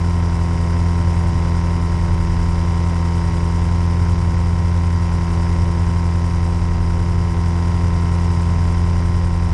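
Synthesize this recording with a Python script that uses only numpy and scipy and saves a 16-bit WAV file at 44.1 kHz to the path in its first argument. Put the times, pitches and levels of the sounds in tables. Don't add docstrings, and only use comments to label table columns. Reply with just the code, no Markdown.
import sys
import numpy as np
from scipy import signal
from scipy.fft import rfft, irfft, next_fast_len
from scipy.io import wavfile
from scipy.ndimage import uniform_filter1d

SR = 44100
rng = np.random.default_rng(int(sys.argv[2]) if len(sys.argv) > 2 else 0)


def waveform_to_disk(signal):
    frames = np.transpose(np.atleast_2d(signal))
    scaled = np.clip(frames, -1, 1) * 32767
    samples = np.round(scaled).astype(np.int16)
    wavfile.write(sys.argv[1], SR, samples)


N = 420273

# (time [s], rate [firings/s])
FIRING_RATE = [(0, 85.86), (0.42, 84.55), (0.96, 85.46), (1.27, 84.8), (1.83, 85.14), (2.3, 84.64),
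               (2.9, 85.12), (3.32, 84.24), (3.87, 85.66), (4.34, 85.34), (4.8, 85.77), (5.28, 84.75),
               (5.6, 85.43), (7.45, 85.25), (7.75, 85.65), (8.05, 85.39), (9.2, 85.99), (9.53, 85.4)]
# (time [s], level [dB])
ENGINE_SWELL = [(0, 0.0), (1.65, 0.7), (1.9, 0.04), (3.2, 0.63), (4.1, 0.16), (4.55, -0.7), (5.4, 0.6),
                (6.85, -1.1), (7.3, -0.5), (7.65, 0.2), (7.95, 0.2), (8.3, 0.5), (9.53, -0.9)]
# (pitch [multiple of the firing rate], relative level [dB])
EXHAUST_PARTIALS = [(.5, -9.5), (1, 0.5), (1.5, -17), (2, -6.5), (3, -21), (4, -20), (4.5, -29.5), (5, -25),
                    (6, -32.5), (7, -32), (8, -32.5), (8.5, -38), (9, -29)]
# (frequency [Hz], relative level
# [dB])
SILENCER_EQ = [(760, -30), (850, -10.5), (900, 2.5), (940, 1.5), (981, -11), (1015, 1), (1066, 3),
               (1115, -8), (1190, -34), (1280, -11), (1600, -48), (1920, -12.5), (2130, -19), (2400, -46)]
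# (frequency [Hz], relative level [dB])
GAS_EQ = [(130, -9), (195, -5.5), (243, 7.5), (280, -0.5), (390, 0.5), (460, -1.5), (530, 2.5), (620, -3),
          (760, -2), (980, -5), (1180, -7.5), (1500, -24)]
# (frequency [Hz], relative level [dB])
CLATTER_EQ = [(900, -15), (1180, -5.5), (1300, -0.5), (1570, 0), (1770, -6), (1940, -3.5), (2150, -2.5),
              (2300, -14), (2700, -25)]
# (frequency [Hz], relative level [dB])
SWISH_EQ = [(1800, -13.5), (2300, -1.5), (2650, 1.5), (2770, -3), (2850, -0.5), (3100, -2.5), (3330, -7),
            (3620, -7.5), (3930, -4.5), (4030, -13), (4500, -12), (5500, -26)]
# (frequency [Hz], width of each filter pass [Hz], level [dB])
CASING_MODES = [(1914, 45, -55), (2730, 240, -62.5), (3417, 52, -62), (3967, 86, -61.5), (4870, 110, -57)]
# (frequency [Hz], relative level [dB])
HISS_EQ = [(2470, -50), (4200, -10.5), (5020, 1.5), (5640, 0), (6160, -6), (6800, -7.5), (8840, -38),
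           (15000, -120)]
# (frequency [Hz], relative level [dB])
SIZZLE_EQ = [(5600, -24), (6700, -2), (7500, 2.5), (9000, 0.5), (9700, -1), (10500, -7), (11100, -11.5),
             (12000, -25), (13000, -45)]
# (pitch [multiple of the blade rate], relative level [dB])
THUMP_PARTIALS = [(1, -1), (2, -12)]
# (time [s], level [dB])
THUMP_FADER = [(0, -44), (0.6, -29), (1.7, -32.0), (2.1, -22), (2.5, -23.0), (3.1, -44.0), (3.4, -29),
               (4, -39.0), (4.3, -27.0), (5, -34), (5.5, -26), (6.1, -33), (6.8, -21.5), (7.55, -36),
               (7.85, -27.0), (8.45, -38.0), (8.75, -25), (9.53, -25.0)]
# (frequency [Hz], relative level [dB])
WASH_EQ = [(12, -30), (28, -11), (48, -10.5), (61, 3.5), (73, -9.5), (98, 3.5), (116, 0), (131, -16.5),
           (142, 0.5), (158, -17), (195, -24), (400, -51)]

IDLE_FIRINGS_PER_S, FIRINGS_PER_PROP_TURN, BLADES = 85.3, 8, 3


def from_db(db):
    return 10 ** (np.asarray(db) / 20)


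def unit_rms(x):
    return x / np.sqrt(np.mean(x ** 2) + 1e-20)


def automation(points):
    return np.interp(np.arange(N) / SR, *np.transpose(points))


def drift(hz, hop=40, settle=2000):
    pole = np.exp(-2 * np.pi * hz * hop / SR)
    noise = rng.standard_normal(N // hop + settle + 2)
    slow = signal.lfilter([1], [1, -2 * pole, pole * pole], noise)[settle:]
    return np.interp(np.arange(N) / hop, np.arange(len(slow)), unit_rms(slow))


def equalise(x, curve):
    size = next_fast_len(N)
    hz, db = np.transpose(curve)
    log_hz = np.log(np.arange(size // 2 + 1) * SR / size + 1e-9)
    gain = from_db(np.interp(log_hz, np.log(hz), db, left=-np.inf, right=-np.inf))
    return unit_rms(irfft(rfft(x, size) * gain, size)[:N])


def resonate(x, hz, width):
    r = np.exp(-np.pi * width / SR)
    feedback = [1, -2 * r * np.cos(2 * np.pi * hz / SR), r * r]
    return signal.lfilter(np.array([1, 0, -1]) * (1 - r * r) / 2, feedback, x)


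def throb(cycles, depth_db):
    return from_db(depth_db * np.cos(2 * np.pi * cycles))


def rattle(firings, repeat_share, slack, size=1024):
    one_turn = rng.standard_normal(size)
    turns = (firings + slack * drift(12)) / 2
    loop = unit_rms(one_turn[(turns * size).astype(int) % size])
    return np.sqrt(repeat_share) * loop + np.sqrt(1 - repeat_share) * rng.standard_normal(N)


def exhaust_boom(firings, rate, surge_db_per_hz=2, pipe_lag=1.559, dispersion=4.72):
    boom = np.zeros(N)
    for multiple, db in EXHAUST_PARTIALS:
        lag_rad = (multiple - 1) * (pipe_lag + dispersion * max(multiple - 2, 0))
        waver_db = 0.16 * drift(7.7) if multiple in (1, 2) else 0.65 * drift(1.4)
        surge_db = surge_db_per_hz * (rate - IDLE_FIRINGS_PER_S) if multiple == 1 else 0
        boom -= from_db(db + waver_db + surge_db) * np.cos(2 * np.pi * multiple * firings - lag_rad)
    return np.sqrt(2) * boom


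def silencer_ring(firings, imbalance=0.11, skew_cycles=.0035, scatter_db=0.36):
    uneven = firings + skew_cycles * np.cos(np.pi * firings)
    hits = np.flatnonzero(np.diff(np.floor(uneven - .08)) > 0)
    accent = 1 + imbalance * np.cos(np.pi * np.round(firings[hits]))
    knocks = np.zeros(N)
    knocks[hits] = accent * from_db(scatter_db * rng.standard_normal(len(hits)))
    return equalise(knocks, SILENCER_EQ)


def gas_rush(firings, late_cycles=0.64):
    return equalise(rng.standard_normal(N) * throb(firings - late_cycles, 1.0), GAS_EQ)


def piston_clatter(firings, blades):
    slaps = throb(2 * firings - .1, -0.2) * throb(firings + 0.34, 3.0) * throb(firings / 2 - .23, 0.6)
    contacts = rattle(firings, repeat_share=0.46, slack=.006)
    flicker = from_db(.5 * drift(110))
    return equalise(contacts * slaps * throb(blades, 2.5) * flicker, CLATTER_EQ)


def blade_swish(firings, blades):
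    grit = rattle(firings, repeat_share=0.55, slack=.005)
    return equalise(grit * throb(blades + 0.045, 2.0) * throb(firings, 1.0), SWISH_EQ)


def casing_ring(firings):
    drive = rng.standard_normal(N) * throb(firings, 0.5)
    return sum(from_db(db) * unit_rms(resonate(resonate(drive, hz, width), hz, width))
               for hz, width, db in CASING_MODES)


def engine_hiss(firings, prop_turns):
    puffs = throb(firings, 1.4) * from_db(0.75 * drift(40))
    ripple = throb(BLADES * prop_turns + 0.12, .7) * throb(prop_turns + 0.12, .5)
    return equalise(rattle(firings, repeat_share=.12, slack=0.0043) * puffs * ripple, HISS_EQ)


def engine_sizzle(firings, prop_turns):
    swell = throb(firings, 1.0) * throb(prop_turns + 0.16, 1.35) * from_db(1.37 * drift(45))
    return equalise(rng.standard_normal(N) * swell, SIZZLE_EQ)


def blade_thump(blades, drone_db=-36.5):
    thump = sum(from_db(db + 0.88 * drift(4)) * np.cos(2 * np.pi * multiple * blades)
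                for multiple, db in THUMP_PARTIALS)
    drone = from_db(drone_db) * np.cos(2 * np.pi * 3 * blades)
    return np.sqrt(2) * (from_db(automation(THUMP_FADER)) * thump + drone)


def propeller_wash(blades, gust_db):
    wash = equalise(rng.standard_normal(N) * throb(blades, 2.0), WASH_EQ)
    envelope = np.sqrt(uniform_filter1d(wash ** 2, size=SR // 8))
    return from_db(gust_db) * wash / envelope


def scene(wobble_cycles=.002):
    rate = automation(FIRING_RATE)
    firings = .65 + np.cumsum(rate) / SR + wobble_cycles * drift(15)
    prop_turns = firings / FIRINGS_PER_PROP_TURN + .09
    blades = BLADES * prop_turns
    engine = (from_db(-18) * exhaust_boom(firings, rate)
              + from_db(-35) * silencer_ring(firings)
              + from_db(-37) * gas_rush(firings)
              + from_db(-42.5) * piston_clatter(firings, blades)
              + from_db(-47) * blade_swish(firings, blades)
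              + casing_ring(firings)
              + from_db(-46.63) * engine_hiss(firings, prop_turns)
              + from_db(-52.5) * engine_sizzle(firings, prop_turns))
    gust_db = 2 * drift(hz=2.3)
    air = blade_thump(blades) + from_db(-27.5) * propeller_wash(blades, gust_db)
    return (from_db(automation(ENGINE_SWELL)) * engine + air)[None]


def record(dry, cutoff_hz=12100):
    return signal.sosfilt(signal.ellip(10, .1, 80, cutoff_hz, fs=SR, output="sos"), dry)


dry = scene()
out = record(dry)
waveform_to_disk(out)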